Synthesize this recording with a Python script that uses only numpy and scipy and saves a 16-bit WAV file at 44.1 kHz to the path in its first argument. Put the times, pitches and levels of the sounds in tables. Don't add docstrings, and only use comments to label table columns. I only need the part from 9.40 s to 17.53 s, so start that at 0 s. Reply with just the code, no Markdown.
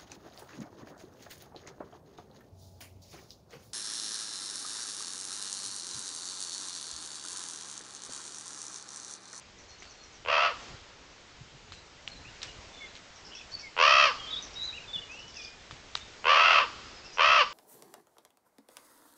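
import sys
import numpy as np
from scipy import signal
from scipy.io import wavfile
from scipy.ndimage import uniform_filter1d

SR = 44100
rng = np.random.default_rng(int(sys.argv[2]) if len(sys.argv) > 2 else 0)


def natural_amplitude(level_db):
    exponent = np.asarray(level_db, float) / 20
    return 10 ** exponent


def master(y):
    cut = np.clip(np.atleast_2d(y).T, -1, 1)
    pcm = np.round(cut * 32767)
    wavfile.write(sys.argv[1], SR, pcm.astype(np.int16))


N = 358533


def evened(x):
    return x / np.sqrt(np.mean(x ** 2) + 1e-20)


def read(points, hz):
    f, value = np.transpose(points)
    return np.interp(np.log(hz + 1), np.log(f + 1), value)


def layer(sounds):
    track = np.zeros(N)
    for start, sound in sounds:
        part = track[round(start * SR):][:len(sound)]
        part += sound[:len(part)]
    return track


def drift(length, smooth):
    once = uniform_filter1d(rng.standard_normal(length), int(smooth))
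    return evened(uniform_filter1d(once, int(smooth)))


def resonate(x, hz, width):
    return signal.lfilter(*signal.iirpeak(hz, hz / width, SR), x)


def lowpass(x, order, hz):
    return signal.sosfilt(signal.butter(order, hz, fs=SR, output="sos"), x)


def swells(rows, calm_db):
    t = np.arange(N) / SR
    power = natural_amplitude(calm_db) ** 2
    for start, db, half in rows:
        power = power + natural_amplitude(db) ** 2 * np.exp(-2 * ((t - start) / half) ** 2)
    return np.sqrt(power)


# (frequency [Hz], density [dB per Hz])
HISS_COLOUR = [(18, -31), (30, 0), (134, -21), (179, -11), (442, -7), (575, -8), (632, -8.5), (1230, -10.5),
               (1800, -10), (5140, -14), (5650, -15.5), (6840, -17), (8890, -26), (11600, -59),
               (19600, -120)]
# (time [s], peak level [dB], half length [s])
BREEZES = [
    (1.25, -49, 0.13),
    (3.15, -52.5, 0.5),
    (4.05, -56, 0.6),
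    (5.3, -54, 1.22),
    (6.9, -52.5, 0.61),
]


def hiss(raven):
    still_db, haze_db, haze_s = -55, -25.5, 0.36
    frames, hz = N // 256 + 5, np.fft.rfftfreq(1024, 1 / SR)
    real, imaginary, patches = rng.standard_normal((frames, 513, 3)).T
    patches = evened(uniform_filter1d(uniform_filter1d(patches, size=12, axis=0), size=10, axis=1))
    spectrum = (real + 1j * imaginary) * natural_amplitude(read(HISS_COLOUR, hz)[:, None] + patches)
    noise = evened(signal.istft(spectrum, nperseg=1024, noverlap=768)[1][:N])
    keep = np.exp(-1 / (haze_s * SR))
    haze = natural_amplitude(haze_db) ** 2 * signal.lfilter([1 - keep], [1, -keep], raven ** 2)
    dull = lowpass(noise, 4, 7600)
    return swells(BREEZES, still_db) * noise + np.sqrt(haze) * dull[::-1]


# (time [s], peak level [dB], half length [s])
GUSTS = [(.9, -52.5, .05), (1.2, -60, 0.17), (1.315, -53, 0.038), (2.01, -55, .06), (2.15, -58, 0.041),
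         (2.31, -56, .1), (2.8, -55, .15), (3.18, -55, .14), (3.87, -72, 0.083), (4.14, -58, 0.054),
         (4.66, -59, 0.39), (5.2, -62.5, 0.56), (5.59, -53, 0.04), (6.33, -54, 0.024), (6.64, -60, 0.072),
         (7.05, -61, 0.97), (7.86, -59, 0.088), (8.13, -58, 0.087)]


def wind():
    lumps = rng.standard_normal(N) * natural_amplitude(2.2 * drift(N, 900))
    low = signal.sosfilt(signal.butter(1, [35, 120], "band", fs=SR, output="sos"), lumps)
    return swells(GUSTS, calm_db=-63.5) * evened(lowpass(low, 2, 330))


def chirp(start, db, hz):
    u = np.linspace(0, 1, round(0.049 * SR))
    tremble = .04 * drift(len(u), 24)
    tone = np.sin(2 * np.pi * np.cumsum(hz * (1.07 - .14 * u + tremble)) / SR)
    return start, natural_amplitude(db - 8.0 + 6.6 * drift(len(u), 50)) * tone * np.sin(np.pi * np.sqrt(u))


# (time [s], peak level [dB], middle pitch [Hz])
CHIRPS = [(0.1795, -51.5, 5800), (0.283, -51, 5780), (0.381, -50.5, 5950), (0.4918, -48.5, 6000),
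          (0.6264, -51, 5570), (0.7233, -52.5, 5970), (3.7563, -52, 5400), (3.8472, -44, 5070),
          (3.94, -44, 5390), (4.104, -51, 5300), (4.188, -45.5, 5220), (5.0194, -40, 5780),
          (5.129, -47, 5280), (5.226, -46.5, 6270), (5.7084, -51, 5900), (5.789, -53, 5300),
          (5.8754, -51.5, 5300), (7.644, -47, 5070), (7.7263, -45, 5640)]


def chirps():
    return layer(chirp(*row) for row in CHIRPS)


def whistle(start, length, db, start_hz, end_hz, blur, ease):
    u = np.linspace(1, 0, round(length * SR))
    hz = end_hz + (start_hz - end_hz) * u ** ease
    tone = np.sin(2 * np.pi * np.cumsum(hz * (1 + .004 * blur * drift(len(u), 90))) / SR)
    swell = signal.windows.tukey(len(u), .55)
    return start, np.sqrt(2) * natural_amplitude(db + 2.2 * blur * drift(len(u), 130)) * tone * swell


SLIDE_EASE = 1.2

# (time [s], length [s], level [dB], start pitch
# [Hz], end pitch [Hz])
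FAR_NOTES = [(2.322, 0.026, -54, 4150, 4150), (2.36, .045, -61, 3700, 4150), (2.57, 0.044, -60, 1850, 2150),
             (2.71, 0.028, -53, 4400, 4130), (2.75, .05, -59, 3900, 4100), (2.84, 0.064, -54, 2350, 2960),
             (3.075, 0.048, -53, 2950, 2800), (3.31, 0.17, -55.5, 3600, 3430),
             (3.48, 0.017, -56, 3650, 4170), (4.114, .03, -47, 4400, 4500), (4.136, 0.024, -40, 4600, 4450),
             (4.17, 0.061, -59, 4500, 4300), (4.75, .075, -50.5, 2850, 2910),
             (6.18, 0.059, -62, 3500, 3560), (6.6, .04, -52, 3560, 3720),
             (.26, 0.12, -64, 4310, 4280), (.42, 0.13, -68, 4300, 4300), (.45, 0.067, -62, 4490, 4550),
              (.53, 0.17, -63.5, 4340, 4240), (7.45, .045, -59, 4950, 5100), (7.53, 0.1, -59, 5200, 4990),
              (7.615, .085, -75, 4890, 5100), (7.71, 0.042, -56.5, 5000, 4930),
              (8.07, .058, -59, 5150, 5150)]
# (time [s], length [s], level [dB], start pitch [Hz], end pitch [Hz])
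SCRATCHES = [(3.9, .03, -58, 2750, 2950), (3.92, .03, -60, 3400, 3300), (3.93, .02, -56, 2900, 3100),
             (3.945, .03, -53, 2700, 2550), (3.965, .03, -54, 3250, 3450), (3.99, .04, -57, 2650, 2550),
             (3.995, .03, -60, 3300, 2950), (4.17, .05, -61, 2700, 2450), (5.945, .03, -59, 3700, 3300),
             (5.995, .02, -55, 3500, 3350), (6.01, .025, -56, 3100, 2850), (6.04, .05, -60, 3900, 3000)]


def distant_birds():
    whistles = layer(whistle(*row, 1.6, SLIDE_EASE) for row in FAR_NOTES)
    return whistles + layer(whistle(*row, 3, SLIDE_EASE) for row in SCRATCHES)


def click(start, db, hz, ring_ms, knock_db, rustle_db):
    t = np.arange(round(.25 * SR)) / SR
    ring = np.sin(2 * np.pi * hz * t) * np.exp(-1000 * t / ring_ms) * np.minimum(t / .0002, 1)
    knock = np.sin(2 * np.pi * 1250 * t) * np.exp(-t / .0009) * np.minimum(t / .0006, 1)
    grit = rng.standard_normal(len(t)) * natural_amplitude(4.8 * drift(len(t), 40))
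    rustle = evened(resonate(resonate(grit, 3000, 4000), 2500, 8200)) * np.exp(-t / 0.046)
    return start, natural_amplitude(db) * (ring + natural_amplitude(knock_db) * knock + natural_amplitude(rustle_db) * rustle)


# (time [s], peak level [dB], ring pitch [Hz], low knock [dB])
STEPS = [
    (0.4228, -31, 2150, -6),
    (2.3213, -30, 3930, 0),
    (3.0182, -26, 3850, -15),
    (3.553, -31.5, 4000, -20),
    (6.31, -30, 3500, 4.5),
]


def claw_steps():
    return layer(click(s, db, hz, 0.78, knock_db, rustle_db=-19) for s, db, hz, knock_db in STEPS)


def gesture(call, attack_s, release_s, depth):
    start, length, db, top_hz, crest = call
    age = np.arange(0, length, 1 / SR)
    u, dying = age / length, np.clip(1 - (length - age) / release_s, 0, 1)
    effort_db = db - 22 * np.exp(-(age / attack_s) ** 1.4) - 20 * dying ** 1.4
    rising = (1 - .73) * np.clip(1 - u / crest, 0, 1) ** 2.1
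    falling = (1 - .62) * np.clip((u - crest) / (1 - crest), 0, 1) ** 3.8
    rest = np.clip((age + 0.062 - length) / .015, 0, 1)
    throb_depth = depth * (1 - (1 - .25) * rest) + 0.734 * np.exp(-age / 0.03)
    return start + age, effort_db, top_hz * (1 - rising - falling), throb_depth


def vocal_folds(shape, rough, throb, colour):
    t, _, hz, depth = shape
    first_s, early, late = throb
    swing, under, low_db, _ = colour
    age, n = t - t[0], len(t)
    fresh = np.exp(-age / .018)
    rate = (early + (late - early) * age / age[-1]) * (1 + .35 * fresh)
    rate = rate * (1 + .45 * rough * drift(n, 260))
    flap = 2 * np.pi * (np.cumsum(rate) / SR - (first_s - t[0]) * rate[0])
    squeeze = np.exp((depth + 3.5 * fresh) * (np.cos(flap) - 1)) * natural_amplitude(5.0 * rough * drift(n, 220))
    dip = swing * np.minimum(2 * depth, 1) * (1 + np.sin(flap - .8)) ** 2 / 2
    bend = 1 - dip + .13 * rough * drift(n, 80)
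    turns = 2 * np.pi * np.cumsum(hz * bend) / SR
    uneven = 1 + np.minimum(under, .45) * (1 + drift(n, 500)) * np.cos(turns / 2)
    lag = .3 * np.arange(14) ** 2
    fundamental = natural_amplitude(low_db - 19 * np.log2(hz / 609)) * np.cos(turns)
    upper = sum(np.cos(k * turns - lag[k]) for k in range(2, 14))
    folds = evened(fundamental + uneven * upper)
    puffs = evened((0.13 + np.maximum(folds, 0)) * rng.standard_normal(n))
    return squeeze, folds, puffs


# (centre [Hz], width [Hz], level [dB])
THROAT = [(546, 910, -7), (1168, 734, 5), (1580, 590, -19.5), (1926, 750, -9), (2713, 375, 2),
          (3150, 333, -2.5), (4530, 965, -16.5), (5630, 940, -16), (6900, 380, -46)]


def croak(shape, rough, throb, colour):
    t, effort_db, _, _ = shape
    age = t - t[0]
    squeeze, folds, puffs = vocal_folds(shape, rough, throb, colour)
    drive = squeeze * ((1 - rough) * folds + .8 * rough * puffs)
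    bands = []
    for k, (hz, width, db) in enumerate(THROAT):
        bands.append((-1) ** k * natural_amplitude(db) * resonate(resonate(drive, hz, width), hz, 2 * width))
    rasp = natural_amplitude(-26.5) * np.sqrt(squeeze) * resonate(resonate(puffs, 4900, 2200), 4900, 2600)
    gape = natural_amplitude(colour[3]) * (1 - np.exp(-(age / 0.031) ** 2))
    closing = natural_amplitude(0.28 * (effort_db - effort_db.max()) * (age > age[-1] / 2))
    voice = sum(bands[:2]) + closing * (sum(bands[2:-3]) + gape * (sum(bands[-3:]) + rasp))
    voice = signal.sosfilt(signal.butter(8, 390, "high", fs=SR, output="sos"), voice)
    voice = lowpass(voice, 5, 6300)
    steady = np.sqrt(uniform_filter1d(voice ** 2, size=1800, mode="nearest") + 1e-12)
    return t[0], natural_amplitude(effort_db) * voice / steady * signal.windows.tukey(len(t), .02)


# (time [s], length [s], effort level [dB], top pitch [Hz], pitch crest [share of length])
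CROAKS = [
    (0.847, 0.28, -25, 671.2, 0.64),
    (4.361, 0.36, -20, 651.7, 0.58),
    (6.838, .422, -21, 676.3, .55),
    (7.768, 0.27, -21, 663.3, 0.53),
]
# (first throb time [s], early rate [per s], late rate [per s])
THROBS = [(.8495, 79, 62), (4.366, 76, 65), (6.8425, 78, 74), (7.773, 75, 65)]
# (pitch swing [share], half-pitch undertone [share], fundamental [dB], top [dB])
COLOURS = [(0.12, 0.51, 2.5, -1), (0.095, 0.11, -3.5, 3), (.12, 0.22, -3.5, -1.5), (0.12, 0.17, -4, 0)]
ROUGH = [.3, .17, .32, .24]
ATTACK_S = [0.031, 0.025, 0.018, 0.018]
RELEASE_S = [0.072, 0.07, 0.077, 0.021]
DEPTHS = [.6, .8, .5, .5]


def raven_croaks():
    shapes = map(gesture, CROAKS, ATTACK_S, RELEASE_S, DEPTHS)
    return layer(map(croak, shapes, ROUGH, THROBS, COLOURS))


# (frequency [Hz], decay by 60 dB [s])
YARD = [(500, 0.36), (1200, 0.72), (2600, 0.52), (5000, 1.13), (8000, 0.033)]


def echoes(x, gap_s, stretch):
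    hz, t, z = signal.stft(rng.standard_normal(SR), SR, nperseg=256)
    decay = natural_amplitude(-60 * t / (stretch * read(YARD, hz)[:, None]))
    tail = signal.istft(z * decay, SR, nperseg=256)[1]
    tail *= np.arange(len(tail)) > gap_s * SR
    return signal.fftconvolve(x, tail / np.linalg.norm(tail))[:N]


def thump(start, db, hz):
    u = np.linspace(0, 1, round(0.032 * SR))
    tone = np.sin(2 * np.pi * np.cumsum(hz * (1.15 - 0.18 * u)) / SR)
    return start, natural_amplitude(db) * tone * np.sin(np.pi * u) ** 2


# (time [s], peak level [dB], pitch [Hz])
THUMPS = [(1.299, -46, 126), (1.33, -43, 110), (1.999, -45, 130), (2.14, -50, 120), (2.87, -48, 115),
          (4.13, -54, 110), (6.321, -50, 119)]


def wind_thumps():
    return layer(thump(*row) for row in THUMPS)


# (time [s], peak level [dB], ring pitch [Hz], ring time [ms], low knock [dB])
PECKS = [
    (2.677, -14.5, 2940, 0.44, -24),
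    (3.03, -8.5, 4080, 0.15, -27),
    (3.032, -18.5, 5700, 0.35, -18),
    (3.034, -27, 3000, 0.43, -12),
    (6.5515, -23, 3800, 1.2, -23),
    (6.5536, -6.5, 3900, 0.31, -9),
]


def bill_pecks():
    return layer(click(*row, rustle_db=-36) for row in PECKS)


# (time [s], length [s], level [dB], start pitch [Hz], end pitch [Hz])
SLIDES = [(3.395, 0.081, -47.5, 2270, 2060), (4.22, 0.078, -47.5, 2310, 2060),
          (4.924, 0.031, -34.5, 3540, 3350), (5.143, 0.12, -40.5, 3700, 4040),
          (5.204, 0.071, -36.5, 3660, 4090), (5.268, 0.047, -38, 4095, 3730),
          (5.368, 0.023, -44, 2940, 2400), (5.387, 0.0095, -61, 2420, 2580), (5.429, .03, -53, 2780, 2420),
          (5.682, 0.093, -46.5, 2380, 2800), (5.762, 0.058, -51, 2520, 2770),
          (7.615, 0.076, -58, 2500, 2790), (7.677, 0.061, -62, 2780, 2430)]
# (time [s], length [s], level [dB], start pitch [Hz], end pitch [Hz])
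SONG = [(4.777, 0.091, -46.5, 3400, 3194), (4.852, 0.077, -46.5, 3150, 3140),
        (4.868, .035, -41, 3590, 3420), (4.898, 0.054, -40, 3720, 3780), (4.95, 0.051, -38, 3355, 3790),
        (5.468, 0.058, -47, 3730, 3470), (5.527, 0.048, -33.5, 3760, 3440),
        (5.316, 0.071, -47.5, 2030, 2880), (5.392, 0.042, -51, 2670, 2855),
        (5.55, 0.054, -45.5, 3250, 2860), (5.61, 0.039, -46, 3330, 2860), (5.747, 0.17, -53, 2820, 2970),
        (5.948, 0.088, -49, 3100, 2420), (6.025, 0.074, -51.5, 2515, 2423), (6.09, 0.08, -58, 2440, 2470)]


def songbird():
    slides = layer(whistle(*row, .7, SLIDE_EASE) for row in SLIDES)
    return slides + layer(whistle(*row, 1, 3.3) for row in SONG)


def chip(start, db, start_hz, end_hz, length):
    u = np.linspace(0, 1, round(length * SR))
    tone = np.sin(2 * np.pi * np.cumsum(start_hz + (end_hz - start_hz) * u) / SR)
    return start, natural_amplitude(db) * tone * np.sin(np.pi * u)


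# (time [s], peak level [dB], start pitch [Hz], end pitch [Hz], length [s])
CHIPS = [(5.717, -50, 4400, 5600, .006), (5.79, -48, 4600, 6300, .008), (5.877, -50, 4700, 6400, .009),
         (5.94, -44, 4000, 6600, .008), (5.957, -45, 5600, 6700, .008), (5.967, -37, 4400, 6200, .008),
         (5.983, -46, 4900, 5800, .004), (6.014, -42, 4000, 6800, .011), (6.026, -45, 3900, 5800, .008),
         (6.036, -47, 5800, 6600, .007), (6.046, -37, 4300, 5700, .007)]


def chips():
    return layer(chip(*row) for row in CHIPS)


def scene():
    raven = raven_croaks()
    walls = natural_amplitude(-10) * echoes(raven, .006, .22)
    woods = natural_amplitude(-21.5) * echoes(raven, .04, 0.78) + natural_amplitude(-31.5) * echoes(raven, 0.3, 1.0)
    ground = claw_steps() + bill_pecks()
    birds, singer, small = distant_birds(), songbird(), chirps() + chips()
    song = birds + singer + echoes(natural_amplitude(-11) * birds + natural_amplitude(-14) * singer, .008, .45)
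    far = song + small + natural_amplitude(-7) * echoes(small, .006, .3)
    air = hiss(raven) + wind() + wind_thumps()
    return (raven + walls + woods + ground + far + air)[None]


def low_pass(x):
    return signal.sosfilt(signal.butter(12, 9040, fs=SR, output="sos"), x)


def record(dry):
    dull = signal.sosfilt(signal.cheby2(8, 45, 9500, fs=SR, output="sos"), dry)
    return low_pass(dull)


dry = scene()
out = record(dry)
master(out)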